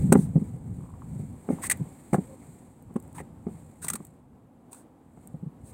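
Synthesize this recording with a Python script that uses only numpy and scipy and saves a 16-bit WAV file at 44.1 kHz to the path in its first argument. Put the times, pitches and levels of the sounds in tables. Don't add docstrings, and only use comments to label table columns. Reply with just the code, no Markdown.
import sys
import numpy as np
from scipy import signal
from scipy.fft import rfft, irfft, next_fast_len
from scipy.io import wavfile
from scipy.ndimage import uniform_filter1d, map_coordinates

SR = 44100
rng = np.random.default_rng(int(sys.argv[2]) if len(sys.argv) > 2 else 0)


def store_wav(level_fs):
    pcm = np.round(np.clip(np.atleast_2d(level_fs), -1, 1) * 32767)
    wavfile.write(sys.argv[1], SR, pcm.T.astype(np.int16))


N = 252907
TIME_S = np.arange(N) / SR


def amp(db):
    return 10 ** (np.asarray(db) / 20)


def unit_rms(x):
    return x / np.sqrt(np.mean(x ** 2) + 1e-20)


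def envelope(rows):
    return amp(np.interp(TIME_S, *np.transpose(rows)))


def wobble(rate_hz):
    return map_coordinates(rng.standard_normal(int(N * rate_hz / SR) + 4), [TIME_S * rate_hz])


def filtered(x, response):
    size = next_fast_len(len(x) + 8192)
    return irfft(rfft(x, size) * response(np.fft.rfftfreq(size, 1 / SR)), size)[:len(x)]


def coloured(x, spectrum):
    hz, db = np.transpose(spectrum)
    return unit_rms(filtered(x, lambda f: amp(np.interp(np.log(f + 1), np.log(hz + 1), db))))


def add(out, start_s, sound):
    part = out[max(round(start_s * SR), 0):][:len(sound)]
    part += sound[:len(part)]


# time in seconds, street level in dB.
STREET_LEVELS = [(0, -52), (0.2, -50), (0.6, -54.5), (1.42, -53.5), (1.6, -44), (2.05, -53.5),
                 (2.25, -51.5), (2.85, -56.5), (3.05, -52), (3.6, -53.5), (4.5, -58.5), (4.78, -53.5),
                 (5, -57.5), (5.73, -53.5)]
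# frequency in Hz, relative density in dB.
STREET_SPECTRUM = [(88, -35), (150, -17), (201, -11), (240, -4.5), (406, -17.5), (504, -16), (624, -22),
                   (790, -18), (1530, -35.5), (5570, -54.5), (7770, -47.5), (16000, -52.5)]


def street():
    return envelope(STREET_LEVELS) * amp(wobble(22)) * coloured(rng.standard_normal(N), STREET_SPECTRUM)


# time in seconds, rumble level in dB.
RUMBLE_LEVELS = [(0, -18), (0.08, -26), (0.27, -34.5), (0.5, -35), (0.6, -42), (0.7, -35), (0.82, -40),
                 (1.08, -39.5), (1.2, -36), (1.34, -41.5), (1.42, -53), (1.7, -44), (2.05, -52), (2.5, -49),
                 (2.75, -58.5), (2.88, -49.5), (3.25, -48.5), (3.55, -44.5), (3.75, -58.5), (3.9, -39.5),
                 (4.05, -55), (4.6, -61), (5.1, -58), (5.4, -49), (5.55, -50.5), (5.73, -49.5)]
# frequency in Hz, relative density in dB.
RUMBLE_SPECTRUM = [(13, -51), (22, -21.5), (37, -12.5), (76, 1.5), (171, 2), (281, -9), (318, -17.5),
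                   (523, -27.5), (670, -39.5), (900, -42), (1170, -63.5), (1980, -120)]


def rumble():
    lumps = amp(2.3 * np.tanh(wobble(22)) + 1.5 * wobble(5.4))
    return envelope(RUMBLE_LEVELS) * unit_rms(lumps * coloured(rng.standard_normal(N), RUMBLE_SPECTRUM))


# time in seconds, rustle level in dB.
RUSTLE_LEVELS = [(0, -54.5), (0.3, -65.5), (0.45, -62), (0.6, -67.5), (1.05, -65), (1.2, -62),
                 (1.42, -65.5), (1.6, -57), (1.8, -59), (2.05, -62.5), (2.25, -58.5), (2.85, -73),
                 (3.05, -64.5), (3.3, -74), (3.42, -72), (3.55, -63.5), (3.72, -69), (4.03, -65.5),
                 (4.15, -78.5), (4.3, -87.5), (5.1, -81.5), (5.24, -69), (5.5, -82), (5.73, -63)]
# frequency in Hz, relative density in dB. Also colours the grit cracks.
RUSTLE_SPECTRUM = [(600, -65.5), (1200, -13), (2270, -6), (2760, -17.5), (4360, -16), (5470, -26.5),
                   (7490, -3.5), (8350, 0.5), (9930, -12.5), (15200, -18), (16000, -16.5)]


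def rustle():
    flutter = amp(2 * wobble(7.6) + 1.5 * wobble(140))
    return envelope(RUSTLE_LEVELS) * unit_rms(flutter * coloured(rng.standard_normal(N), RUSTLE_SPECTRUM))


def yard_echo(x, t60_s=0.11, cutoff_hz=2500):
    t = np.arange(SR // 4) / SR
    tail = filtered(rng.standard_normal(len(t)), lambda f: 1 / (1 + (f / cutoff_hz) ** 2))
    tail *= amp(-60 * t / t60_s)
    return signal.fftconvolve(np.pad(x, (200, 0)), tail / np.linalg.norm(tail))[:N]


# start and end in seconds, level in dB, start and end pitch in Hz, overtone multiple,
# overtone level in relative dB.
SOLE_SQUEAKS = [(2.26, 2.37, -50.5, 550, 490, 2, -16), (2.408, 2.443, -62, 2230, 2120, 3, -12)]


def squeaks():
    out = np.zeros(N)
    for start_s, end_s, db, start_hz, end_hz, multiple, overtone_db in SOLE_SQUEAKS:
        size = round((end_s - start_s) * SR)
        hz = np.linspace(start_hz, end_hz, size) * (1 + 0.07 * wobble(250)[:size])
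        phase = 2 * np.pi * np.cumsum(hz) / SR
        tone = np.sin(phase) + amp(overtone_db) * np.sin(multiple * phase)
        add(out, start_s, amp(db + 4 * wobble(85)[:size]) * np.hanning(size) ** 0.5 * tone)
    return out


# start in seconds, level in dB.
GRIT_CRACKS = [(1.773, -40), (2.824, -47.5), (2.9408, -50), (3.0006, -42), (3.025, -46.5), (3.0374, -53),
               (3.0777, -49.5), (3.1283, -46), (4.0503, -34.5), (4.069, -44), (5.2736, -37)]


def grit_cracks(rise_s=0.00028, t60_s=0.011):
    out, t = np.zeros(N), np.arange(SR // 30) / SR
    for start_s, db in GRIT_CRACKS:
        burst = coloured(np.diff(rng.standard_normal(len(t) + 2), 2), RUSTLE_SPECTRUM)
        add(out, start_s, amp(db - 60 * t / t60_s) * (1 - np.exp(-t / rise_s)) * burst)
    return out


# start in seconds, level in dB.
CREAK_PULSES = [(0.089, -50), (0.939, -38.5), (1.02, -32), (1.586, -32), (2.903, -46), (4.003, -40.5)]
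# start and end in seconds, pulse count, mean and scatter in dB.
WEIGHT_ROLL = (.8, .98, 11, -45, 3)


def creaks(pitch_hz=1070, rise_s=0.0006, t60_s=0.0125):
    out, t = np.zeros(N), np.arange(SR // 30) / SR
    from_s, to_s, count, mean_db, scatter_db = WEIGHT_ROLL
    run = [(rng.uniform(from_s, to_s), rng.normal(mean_db, scatter_db)) for _ in range(count)]
    for start_s, db in CREAK_PULSES + run:
        tone = np.sin(2 * np.pi * pitch_hz * rng.normal(1, 0.058) * t)
        add(out, start_s, -amp(db - 60 * t / t60_s) * (1 - np.exp(-t / rise_s)) * tone)
    return out


# frequency in Hz, relative density of the grit hiss in dB.
HISS_SPECTRUM = [(1530, -45.5), (2600, -16.5), (2940, -28), (3770, -17), (5440, -22.5), (6470, -12),
                 (7200, -12), (7420, -8), (8320, 1), (8780, 0), (9760, -9), (11600, -16.5), (15200, -15.5),
                 (16000, -18.5)]


def rubbing(size, rubber_db, rubber_hz, grain_db):
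    def tread(f):
        width_hz = 0.11 * rubber_hz
        scrape = 0.076 / (1 + (700 / (f + 1)) ** 4)
        resonance = np.abs(f * width_hz / (rubber_hz ** 2 - f * f + 1j * f * width_hz))
        return (scrape + resonance) / (1 + (f / 2700) ** 6)

    grains = amp(grain_db * unit_rms(uniform_filter1d(rng.standard_normal(size), size=40)))
    hiss = coloured(grains * rng.standard_normal(size), HISS_SPECTRUM)
    rubber = unit_rms(filtered(grains * rng.standard_normal(size), tread))
    return hiss + amp(rubber_db) * rubber


# start, swell and fade in seconds, hiss in dB, rubber over hiss in dB, rubber pitch in Hz.
SOLE_DRAGS = [(0.142, 0.044, 0.11, -49.5, -17.5, 1640), (1.487, 0.027, 0.073, -55.5, -4.5, 2070),
              (1.61, 0.042, 0.035, -36, -7, 2020), (1.7, 0.008, .03, -32.5, -19.5, 2115),
              (2.124, 0.017, 0.029, -43.5, -5, 1850), (3.142, 0.015, 0.051, -52, -1.5, 1060),
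              (3.166, 0.031, .026, -52.5, 1.5, 1950), (3.813, 0.024, 0.045, -41, -11.5, 1520),
              (3.86, 0.044, 0.099, -51.5, -5, 1250), (4.705, 0.024, 0.13, -57.5, -12, 1530),
              (5.626, 0.071, 0.03, -57.5, -21, 1800)]


def drags(ramp_share=0.76):
    out = np.zeros(N)
    for start_s, swell_s, fade_s, db, rubber_db, hz in SOLE_DRAGS:
        t = np.arange(round((swell_s + fade_s) * SR)) / SR
        ramp = np.clip(np.minimum(t / swell_s, (t[-1] - t) / fade_s) / ramp_share, 0, 1)
        shape = np.sin(np.pi / 2 * ramp) ** 2
        add(out, start_s, amp(db) * shape * rubbing(len(t), rubber_db, hz, grain_db=-0.5))
    return out


# start in seconds, level in dB, rubber over hiss in dB, rubber pitch in Hz.
TREAD_SLIPS = [(0.1225, -16, -3.5, 1320), (0.133, -31, -11, 900), (0.148, -45.5, 14.5, 1070),
               (1.635, -31, -1.5, 1100), (1.666, -30, -18, 2030), (1.6973, -17, -9, 1920),
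               (1.7105, -18, -3, 2060), (1.716, -18.5, -8, 2050), (2.131, -37, 1, 2010),
               (2.139, -44, -8, 800), (2.959, -46.5, 9, 1134), (3.181, -52.5, 17, 900),
               (3.199, -60, 9, 1980), (3.8434, -29, -13, 1023), (3.866, -38.5, -2.5, 900),
               (3.882, -22, -7.5, 1900), (3.899, -21, -10.5, 1095), (3.933, -24, -10, 1360),
               (3.9536, -28.5, -4, 1046), (4.718, -50.5, -23, 1305), (4.728, -40, -11, 940),
               (4.744, -47, -6, 920)]


def slips(release_s=0.0023, slide_s=0.0036, grip_t60_s=0.025):
    out, t = np.zeros(N), np.arange(SR // 10) / SR
    shape = (1 - np.exp(-t / release_s)) * amp(-60 * np.maximum(t - slide_s, 0) / grip_t60_s)
    for start_s, db, rubber_db, hz in TREAD_SLIPS:
        add(out, start_s, amp(db) * shape * rubbing(len(t), rubber_db, hz, grain_db=1.5))
    return out


# multiple of the board pitch, base level in dB.
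BOARD_MODES = [(0.998, -0.5), (1.502, -8.5), (2.201, -12), (2.899, -19)]
# mean frequency in Hz, base level in dB, T60 in seconds.
TREAD_EDGE_MODES = [(386.7, 6.5, 0.018), (478, 0, 0.03), (710, 8, 0.016), (1035, 6.5, 0.0085),
                    (1210, -21, 0.049), (1770, -0.5, 0.0054), (2048, -12, 0.024), (2600, -19, 0.0057)]
# time of the peak in seconds, level in dB, board pitch in Hz, hardness as relative knock in dB.
SOLE_THUDS = [(0.035, -22, 150, -41), (0.105, -11, 159.5, -43), (0.124, -2.5, 227, -15.5),
              (0.141, -10, 224, -40), (0.156, -3, 248, -18.5), (0.172, -10, 184, -32.5),
              (0.187, -10, 161, -39), (0.198, -15, 190, -34.5), (0.233, -16.5, 145, -53),
              (0.361, -4.5, 157, -28.5), (0.38, -13, 197, -33.5), (0.424, -15, 195, -50.5),
              (0.544, -22.5, 140, -31), (0.567, -26, 145, -26), (0.662, -26, 154, -41),
              (0.717, -25.5, 115, -36), (0.79, -27, 154, -35), (1.164, -22, 121, -34),
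              (1.201, -19.5, 131, -29), (1.241, -24.5, 165, -44), (1.491, -21, 258, -12),
              (1.497, -26, 216, -18), (1.507, -13, 262, -23), (1.53, -16, 177, -27.5),
              (1.802, -21.5, 157.5, -37), (1.812, -14, 143.4, -58), (2.134, -12, 195, -15),
              (2.146, -10, 191, -9.5), (2.186, -12, 191, -24.5), (2.429, -39.5, 137, -14.5),
              (2.484, -36.5, 151, -45), (2.911, -40, 200, -15), (2.965, -15, 225.3, -23),
              (3.205, -30.5, 158, -11.5), (3.221, -34.5, 160, -24), (3.47, -21, 215, -18.5),
              (3.487, -31, 214, -16), (3.846, -33.5, 159, -12.5), (3.948, -27, 214, -28),
              (4.006, -30, 190, -20), (4.721, -48.5, 213, -14.5), (5.176, -42.5, 174, -11),
              (5.346, -23.5, 158.5, -26), (5.436, -23, 177, -44), (5.467, -22, 150, -40)]


def thuds(edge_gain_db=5.5, edge_rise_share=0.62):
    out, t = np.zeros(N), np.arange(SR // 4) / SR
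    for peak_s, db, board_hz, knock_db in SOLE_THUDS:
        rise_s = np.clip(-0.0001 * knock_db - 0.0004, 0.0008, 0.0035)
        push = (1 - np.exp(-t / rise_s)) ** 2 * amp(-60 * t / (0.032 - 0.00054 * knock_db))
        tilt_db = 0.14 * knock_db + 1.5 - 290 * t
        board, edge = np.zeros((2, len(t)))
        for multiple, base_db in BOARD_MODES:
            mode_db = base_db + rng.normal(0, 0.93) + (multiple - 0.5) * tilt_db
            board -= amp(mode_db) * np.sin(2 * np.pi * multiple * board_hz * t)
        for hz, base_db, t60_s in TREAD_EDGE_MODES:
            mode_db = base_db + rng.normal(0, 0.57) + 0.23 * knock_db * np.log2(hz / 800)
            edge -= amp(mode_db - 60 * t / t60_s) * np.sin(2 * np.pi * hz * rng.normal(1, 0.083) * t)
        board *= push / push.max()
        edge *= (1 - np.exp(-t / (edge_rise_share * rise_s))) ** 2
        add(out, peak_s - np.abs(board).argmax() / SR, amp(db) * board)
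        add(out, peak_s - 0.002, amp(db + knock_db + edge_gain_db) * edge)
    return filtered(out, lambda f: 1 / (1 + (75 / (f + 1)) ** 4))


def scene(echo_db=-21):
    feet = thuds() + slips() + grit_cracks() + creaks() + drags() + squeaks()
    return (feet + amp(echo_db) * yard_echo(feet) + rumble() + rustle() + street())[None]


def record(dry, ceiling=0.9, cutoff_hz=16000):
    clipped = dry[0] / (1 + np.abs(dry[0] / ceiling) ** 4) ** (1 / 4)
    return filtered(clipped, lambda f: 1 / (1 + (f / cutoff_hz) ** 120))[None]


dry = scene()
out = record(dry)
store_wav(out)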